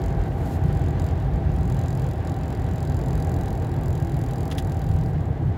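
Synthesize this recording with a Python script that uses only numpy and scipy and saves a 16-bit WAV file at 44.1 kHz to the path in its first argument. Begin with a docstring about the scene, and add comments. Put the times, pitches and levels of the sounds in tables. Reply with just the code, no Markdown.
"""Inside a car rolling slowly along a slushy road, the engine turning low and easing off. The road booms in the
body shell and drums on the panels; the tyres roar and hiss through the glass over a faint, steady high whine.
Engine firings throw a loose piece of trim against its seat in bouts of ticking. Slush swishes once near the
start; later a plastic fitting clacks twice."""
import sys
import numpy as np
from scipy import signal
from scipy.fft import rfft, irfft, next_fast_len
from scipy.io import wavfile
from scipy.ndimage import uniform_filter1d

SR = 44100
rng = np.random.default_rng(int(sys.argv[2]) if len(sys.argv) > 2 else 0)


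def unload_audio(sound):
    """Save the sound as a 16-bit wav file, at the path given as the first command line argument."""
    columns = np.transpose(np.atleast_2d(sound))
    # keep every value between -1 and 1, then stretch to whole-number steps
    steps = np.round(np.clip(columns, -1, 1) * 32767)
    wavfile.write(sys.argv[1], SR, steps.astype(np.int16))


N = 245637
TIME_S = np.arange(N) / SR

# road roughness: time_s, boom_db, panel_db
ROAD_LEVELS = [(0, -24.0, -26), (0.42, -28.5, -29.5), (0.75, -20.5, -23), (1.22, -24.5, -28),
               (1.52, -20.5, -24.5), (1.85, -27, -25.5), (2.5, -28, -27.5), (3.4, -27.0, -26.0),
               (4.2, -29.5, -24), (4.55, -29.0, -28), (4.9, -27, -25), (5.57, -28.5, -26)]
# single ruts: time_s, boom_rise_db, panel_rise_db
RUT_JOLTS = [(.18, 7.5, 0.5), (.67, 0, 5.5), (3.16, 7, 1.5), (3.88, 7.5, 0), (4.93, 3.5, 5.5), (5.48, 0, 6)]
# shell boom: freq_hz, gain_db
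SHELL_SPECTRUM = [(12, -51), (25, -33), (33, -26), (42, -9.5), (58, -1), (69, -7), (84, 0.5), (96, -10.5),
                  (120, -31), (200, -82.5)]
# panel drumming: freq_hz, gain_db
PANEL_SPECTRUM = [(60, -41), (82, -11), (95, 1), (110, -0.5), (135, -2.5), (153, 2), (175, -8.5),
                  (200, -17), (260, -34), (500, -70)]

# tyre roar: time_s, level_db
ROAR_LEVELS = [(0, -33), (0.4, -32.5), (1.5, -33.5), (2.5, -33.5), (3.3, -32.0), (3.8, -33.5), (4.5, -33.5),
               (5.57, -36)]
# tyre roar: freq_hz, gain_db
ROAR_SPECTRUM = [(120, -19.5), (200, 1.5), (235, -0.5), (270, 4.5), (310, -1), (355, 1), (420, -2.5),
                 (515, -4), (555, -8), (660, -5), (880, -9), (1250, -24), (2000, -27.5), (3200, -54.5)]
# tread and cabin resonances: centre_hz, width_hz, rise_db
TREAD_MODES = [(570, 12, -0.5), (787, 12, -2), (782, 68, 4), (851, 31, -5), (873, 12, 3), (1163, 66, 6),
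               (1610, 76, 6.5), (1935, 100, 6)]
# faint high whine: time_s, level_db
HIGH_WHINE_LEVELS = [(0, -44), (1.2, -44.5), (1.7, -47), (2.7, -48), (3.3, -43), (3.8, -48), (4.3, -44.5),
                     (4.8, -43), (5.57, -54)]
# its narrow double resonance: freq_hz, gain_db
HIGH_WHINE_SPECTRUM = [(720, -50.5), (760, -10.5), (772, 3), (785, -5), (799, 7), (812, -14), (860, -51)]
# spray under the car: time_s, level_db
SPRAY_LEVELS = [(0, -49.5), (1, -48), (1.5, -50), (2.6, -49.5), (3.7, -50.5), (4.8, -51), (5.2, -53),
                (5.57, -52.5)]
# spray hiss: freq_hz, gain_db
SPRAY_SPECTRUM = [(900, -2), (1550, 7.5), (2050, 1.5), (2400, -1), (3400, -5.5), (4100, -9.5), (5200, -15),
                  (7400, -21), (8100, -27), (10000, -33), (16000, -51)]

# engine speed: time_s, firing_hz
FIRING_RATE = [(0.0, 45.66), (0.5, 44.78), (1.0, 44.37), (1.5, 44.03), (2.2, 43.45), (3.0, 42.94),
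               (3.8, 42.4), (4.5, 41.45), (5.57, 40.71)]
# engine drone: firing_multiple, level_db
DRONE_ORDERS = [(1, -45), (2, -37.5), (3, -38), (4, -45), (6, -50), (8, -50.5)]
# gear whine: time_s, level_db
WHINE_LEVELS = [(0, -46.5), (1.5, -51), (3.3, -49), (4, -62), (5.57, -65)]

# trim rattling: start_s, length_s, relative_db
RATTLE_BOUTS = [(0, 0.076, -56), (0.204, .07, -64), (.63, 0.026, -60), (0.716, .18, -59),
                (0.998, 0.072, -55.5), (1.17, 0.059, -64), (1.327, 0.026, -64.5), (1.53, .15, -61.5),
                (1.682, 0.44, -56.5), (2.256, 0.11, -57.5), (2.39, 0.59, -59), (2.75, 0.79, -56.5),
                (3.48, 0.3, -60.5), (3.816, 1.16, -57.5), (5.198, 0.036, -68)]
# plain trim click: freq_hz, gain_db
TICK_SPECTRUM = [(1500, -27), (3000, 2.5), (4000, 1.5), (4900, 5), (5600, -0.5), (7400, 1), (8200, -3),
                 (9000, 0.5), (10400, -2), (11300, -0.5), (12900, 0), (13500, -5), (14600, -7),
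                 (15600, -0.5)]
# trim resonances: centre_hz, width_hz, rise_db
TICK_MODES = [(3917, 124, 12), (4710, 200, 5.5), (6340, 400, 6), (7010, 340, 4.5), (7370, 590, 8),
              (11160, 360, 3), (13000, 460, 2.5)]
# treble of the ticks: time_s, gain_db
TICK_TREBLE_GAINS = [(0, -0.5), (2.5, 0), (3.3, 1), (4.4, 2), (5.57, -2.5)]

# fitting knocks, the first two merging: time_s, level_db, t60_s, tilt_db_per_octave
KNOCKS = [(4.5139, -40, 0.064, -2), (4.523, -42, 0.042, -5.5), (4.583, -36, 0.055, 0)]
# plastic fitting: freq_hz, gain_db
FITTING_SPECTRUM = [(600, -18), (1500, -5), (2300, -6), (3300, 2), (4200, -8), (4900, -5), (6000, -10),
                    (7100, -9), (8300, -19), (10400, -8), (12000, -19), (16000, -17)]
# slush swish: freq_hz, gain_db
SLUSH_SPECTRUM = [(1500, -20), (4000, -4), (6000, -9), (7300, -3), (8300, -10), (11500, -7), (15500, -12)]


def body(ridges_per_s=16, rut_half_width_s=0.033):
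    """Ruts heave the shell in a deep boom; smaller ridges drum on floor and door panels."""
    boom_db = curve(ROAD_LEVELS) + 0.9 * walk(ridges_per_s) - 1.27
    panel_db = curve(ROAD_LEVELS, column=2) + 1.32 * walk(ridges_per_s) - 0.4
    for time_s, boom_rise_db, panel_rise_db in RUT_JOLTS:
        jolt = np.exp(-((TIME_S - time_s) / rut_half_width_s) ** 2)
        boom_db += boom_rise_db * jolt
        panel_db += panel_rise_db * jolt
    boom = steady_noise(SHELL_SPECTRUM, window_samples=5000) * undb(boom_db)
    drumming = steady_noise(PANEL_SPECTRUM, window_samples=5000) * undb(panel_db)
    return boom + drumming


def tyres():
    """The tread roars through the cabin's resonances; a faint steady whine sits near 800 Hz; wet snow hisses."""
    roar = noise(ROAR_SPECTRUM, TREAD_MODES) * undb(curve(ROAR_LEVELS) + 0.5 * walk(20) - 0.1)
    high_whine = steady_noise(HIGH_WHINE_SPECTRUM, window_samples=3000) * undb(curve(HIGH_WHINE_LEVELS))
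    spray = noise(SPRAY_SPECTRUM) * undb(curve(SPRAY_LEVELS) + 1.1 * walk(45))
    return roar + high_whine + spray


def engine(firings, whine_order=14.5):
    """Low orders of the firing rate waver with load; a faint gear whine sinks with engine speed."""
    drone = sum(tone(round(order) * firings, db + 3.8 * walk(6)) for order, db in DRONE_ORDERS)
    whine_cycles = whine_order * firings + 0.074 * walk(9)
    whine_db = curve(WHINE_LEVELS) + 1.1 * walk(8.82)
    return drone + tone(whine_cycles, whine_db)


def trim(firings, treble_hz=8540):
    """Each firing throws loose trim against its seat: graze, sharp contact, short reflections."""
    timing_draw, level_draw = rng.standard_normal((400, 2))[firings.astype(int)].T  # one pair a firing
    since_contact_s = firings % 1 / curve(FIRING_RATE) - 0.0016 - 0.00013 * timing_draw
    graze = undb(-5) * np.exp(-((since_contact_s + 0.0014) / 0.00046) ** 2)
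    contact = np.exp(-(since_contact_s / 0.00032) ** 2)
    reflections = undb(-10.5) * fade(since_contact_s, t60_s=0.036)
    scuffs = rng.choice([-1, 1], N) * np.sqrt(graze ** 2 + contact ** 2 + reflections ** 2)
    ticks = unit(colour(scuffs, TICK_SPECTRUM, TICK_MODES))
    treble = signal.sosfiltfilt(highpass(4, treble_hz), ticks)
    ticks += treble * (undb(curve(TICK_TREBLE_GAINS)) - 1)
    rattle_db = chatter_db()
    scatter_db = np.interp(rattle_db, [-68, -59], [3, 1.1])  # light contact ticks unevenly
    return ticks * undb(rattle_db + scatter_db * level_draw + 2.5)


def chatter_db():
    """Strength of the trim's rattle: bouts start fast, hold, and settle more slowly when long."""
    level_db = np.full(N, -76.0)  # between bouts the trim only brushes its seat
    for start_s, length_s, bout_db in RATTLE_BOUTS:
        fall_db_per_s = np.interp(length_s, [0, 1], [200, 60])
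        shape_db = swell_db(start_s, length_s, rise_db_per_s=500, fall_db_per_s=fall_db_per_s)
        level_db = np.maximum(level_db, bout_db + shape_db)
    return level_db


def fitting(slip_s=0.0084, rms_window_s=0.02):
    """A plastic fitting slips for an instant, knocks against its stop and dies at once."""
    clacks = np.zeros(N)
    for time_s, level_db, t60_s, tilt_db_per_octave in KNOCKS:
        force = np.maximum(fade(TIME_S - time_s, t60_s), fade(time_s - TIME_S, slip_s))
        impact = rng.standard_normal(N) * force
        knock = colour(impact, FITTING_SPECTRUM, tilt_db_per_octave=tilt_db_per_octave)
        knock = signal.sosfilt(highpass(2, cutoff_hz=550), knock)
        knock_rms = np.sqrt(np.sum(knock ** 2) / (SR * rms_window_s))
        clacks += undb(level_db) * knock / knock_rms
    return clacks


def slush(level_db=-53):
    """A tyre cuts through a ridge of slush: a swish that swells and stops short."""
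    shape_db = swell_db(peak_s=0.488, hold_s=0.069, rise_db_per_s=80, fall_db_per_s=550)
    return noise(SLUSH_SPECTRUM) * undb(level_db + shape_db + 1.8 * walk(140))


def undb(db):
    """Decibels to gain."""
    return 10 ** (np.asarray(db) / 20)


def unit(x):
    """Scale to rms 1."""
    return x / np.sqrt(np.mean(x ** 2))


def curve(rows, column=1):
    """One column of a time table, joined by straight lines."""
    rows = np.asarray(rows)
    return np.interp(TIME_S, rows[:, 0], rows[:, column])


def highpass(order, cutoff_hz):
    """High-pass filter sections."""
    return signal.butter(order, cutoff_hz, "high", fs=SR, output="sos")


def colour(x, spectrum, modes=(), tilt_db_per_octave=0):
    """Causal filter with a given spectrum, resonances and tilt."""
    size = next_fast_len(len(x) + 8192) * 2
    hz = np.maximum(np.fft.rfftfreq(size, 1 / SR), 1)
    points_hz, points_db = np.asarray(spectrum).T
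    gain_db = np.interp(np.log(hz), np.log(points_hz), points_db)
    gain_db += tilt_db_per_octave * np.log2(np.maximum(hz / points_hz[0], 1))
    for centre_hz, width_hz, rise_db in modes:
        gain_db += rise_db / (1 + (2 * (hz - centre_hz) / width_hz) ** 2)
    # folded cepstrum: each resonance rings after its cause
    cepstrum = irfft(np.log(undb(gain_db)))[:size // 2]
    cepstrum[1:] *= 2
    response = np.exp(rfft(cepstrum, size))
    return irfft(rfft(x, size) * response)[:len(x)]


def noise(spectrum, modes=()):
    """Coloured noise of rms 1."""
    return unit(colour(rng.standard_normal(N), spectrum, modes))


def steady_noise(spectrum, window_samples):
    """Coloured noise divided by its running rms."""
    raw = noise(spectrum)
    return raw / np.sqrt(uniform_filter1d(raw ** 2, size=window_samples))


def walk(rate_hz):
    """Slewed random steps of rms 1."""
    hold_samples = max(int(SR / rate_hz), 1)
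    steps = np.repeat(rng.standard_normal(N // hold_samples + 1), hold_samples)[:N]
    return unit(uniform_filter1d(steps, hold_samples))


def tone(cycles, rms_db):
    """Sine with a random starting phase."""
    return undb(rms_db) * np.sqrt(2) * np.sin(2 * np.pi * (cycles + rng.random()))


def fade(age_s, t60_s):
    """Exponential decay from age 0, silent before."""
    return (age_s >= 0) * np.exp(-np.log(1000) * np.maximum(age_s, 0) / t60_s)


def swell_db(peak_s, hold_s, rise_db_per_s, fall_db_per_s):
    """Attack, hold at 0 dB, release."""
    before_s = np.maximum(peak_s - TIME_S, 0)
    after_s = np.maximum(TIME_S - peak_s - hold_s, 0)
    return -rise_db_per_s * before_s - fall_db_per_s * after_s


def scene():
    """Mono mix behind the windscreen; engine and trim share one firing count."""
    firings = 0.255 + np.cumsum(curve(FIRING_RATE)) / SR
    return (body() + engine(firings) + tyres() + trim(firings) + slush() + fitting())[None]


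def record(dry, low_hz=36, top_hz=15800):
    """Cut the deepest bass and the highest treble."""
    thinned = signal.sosfilt(highpass(6, low_hz), dry)
    return signal.sosfilt(signal.ellip(10, 0.2, 80, top_hz, fs=SR, output="sos"), thinned)


dry = scene()
out = record(dry)
unload_audio(out)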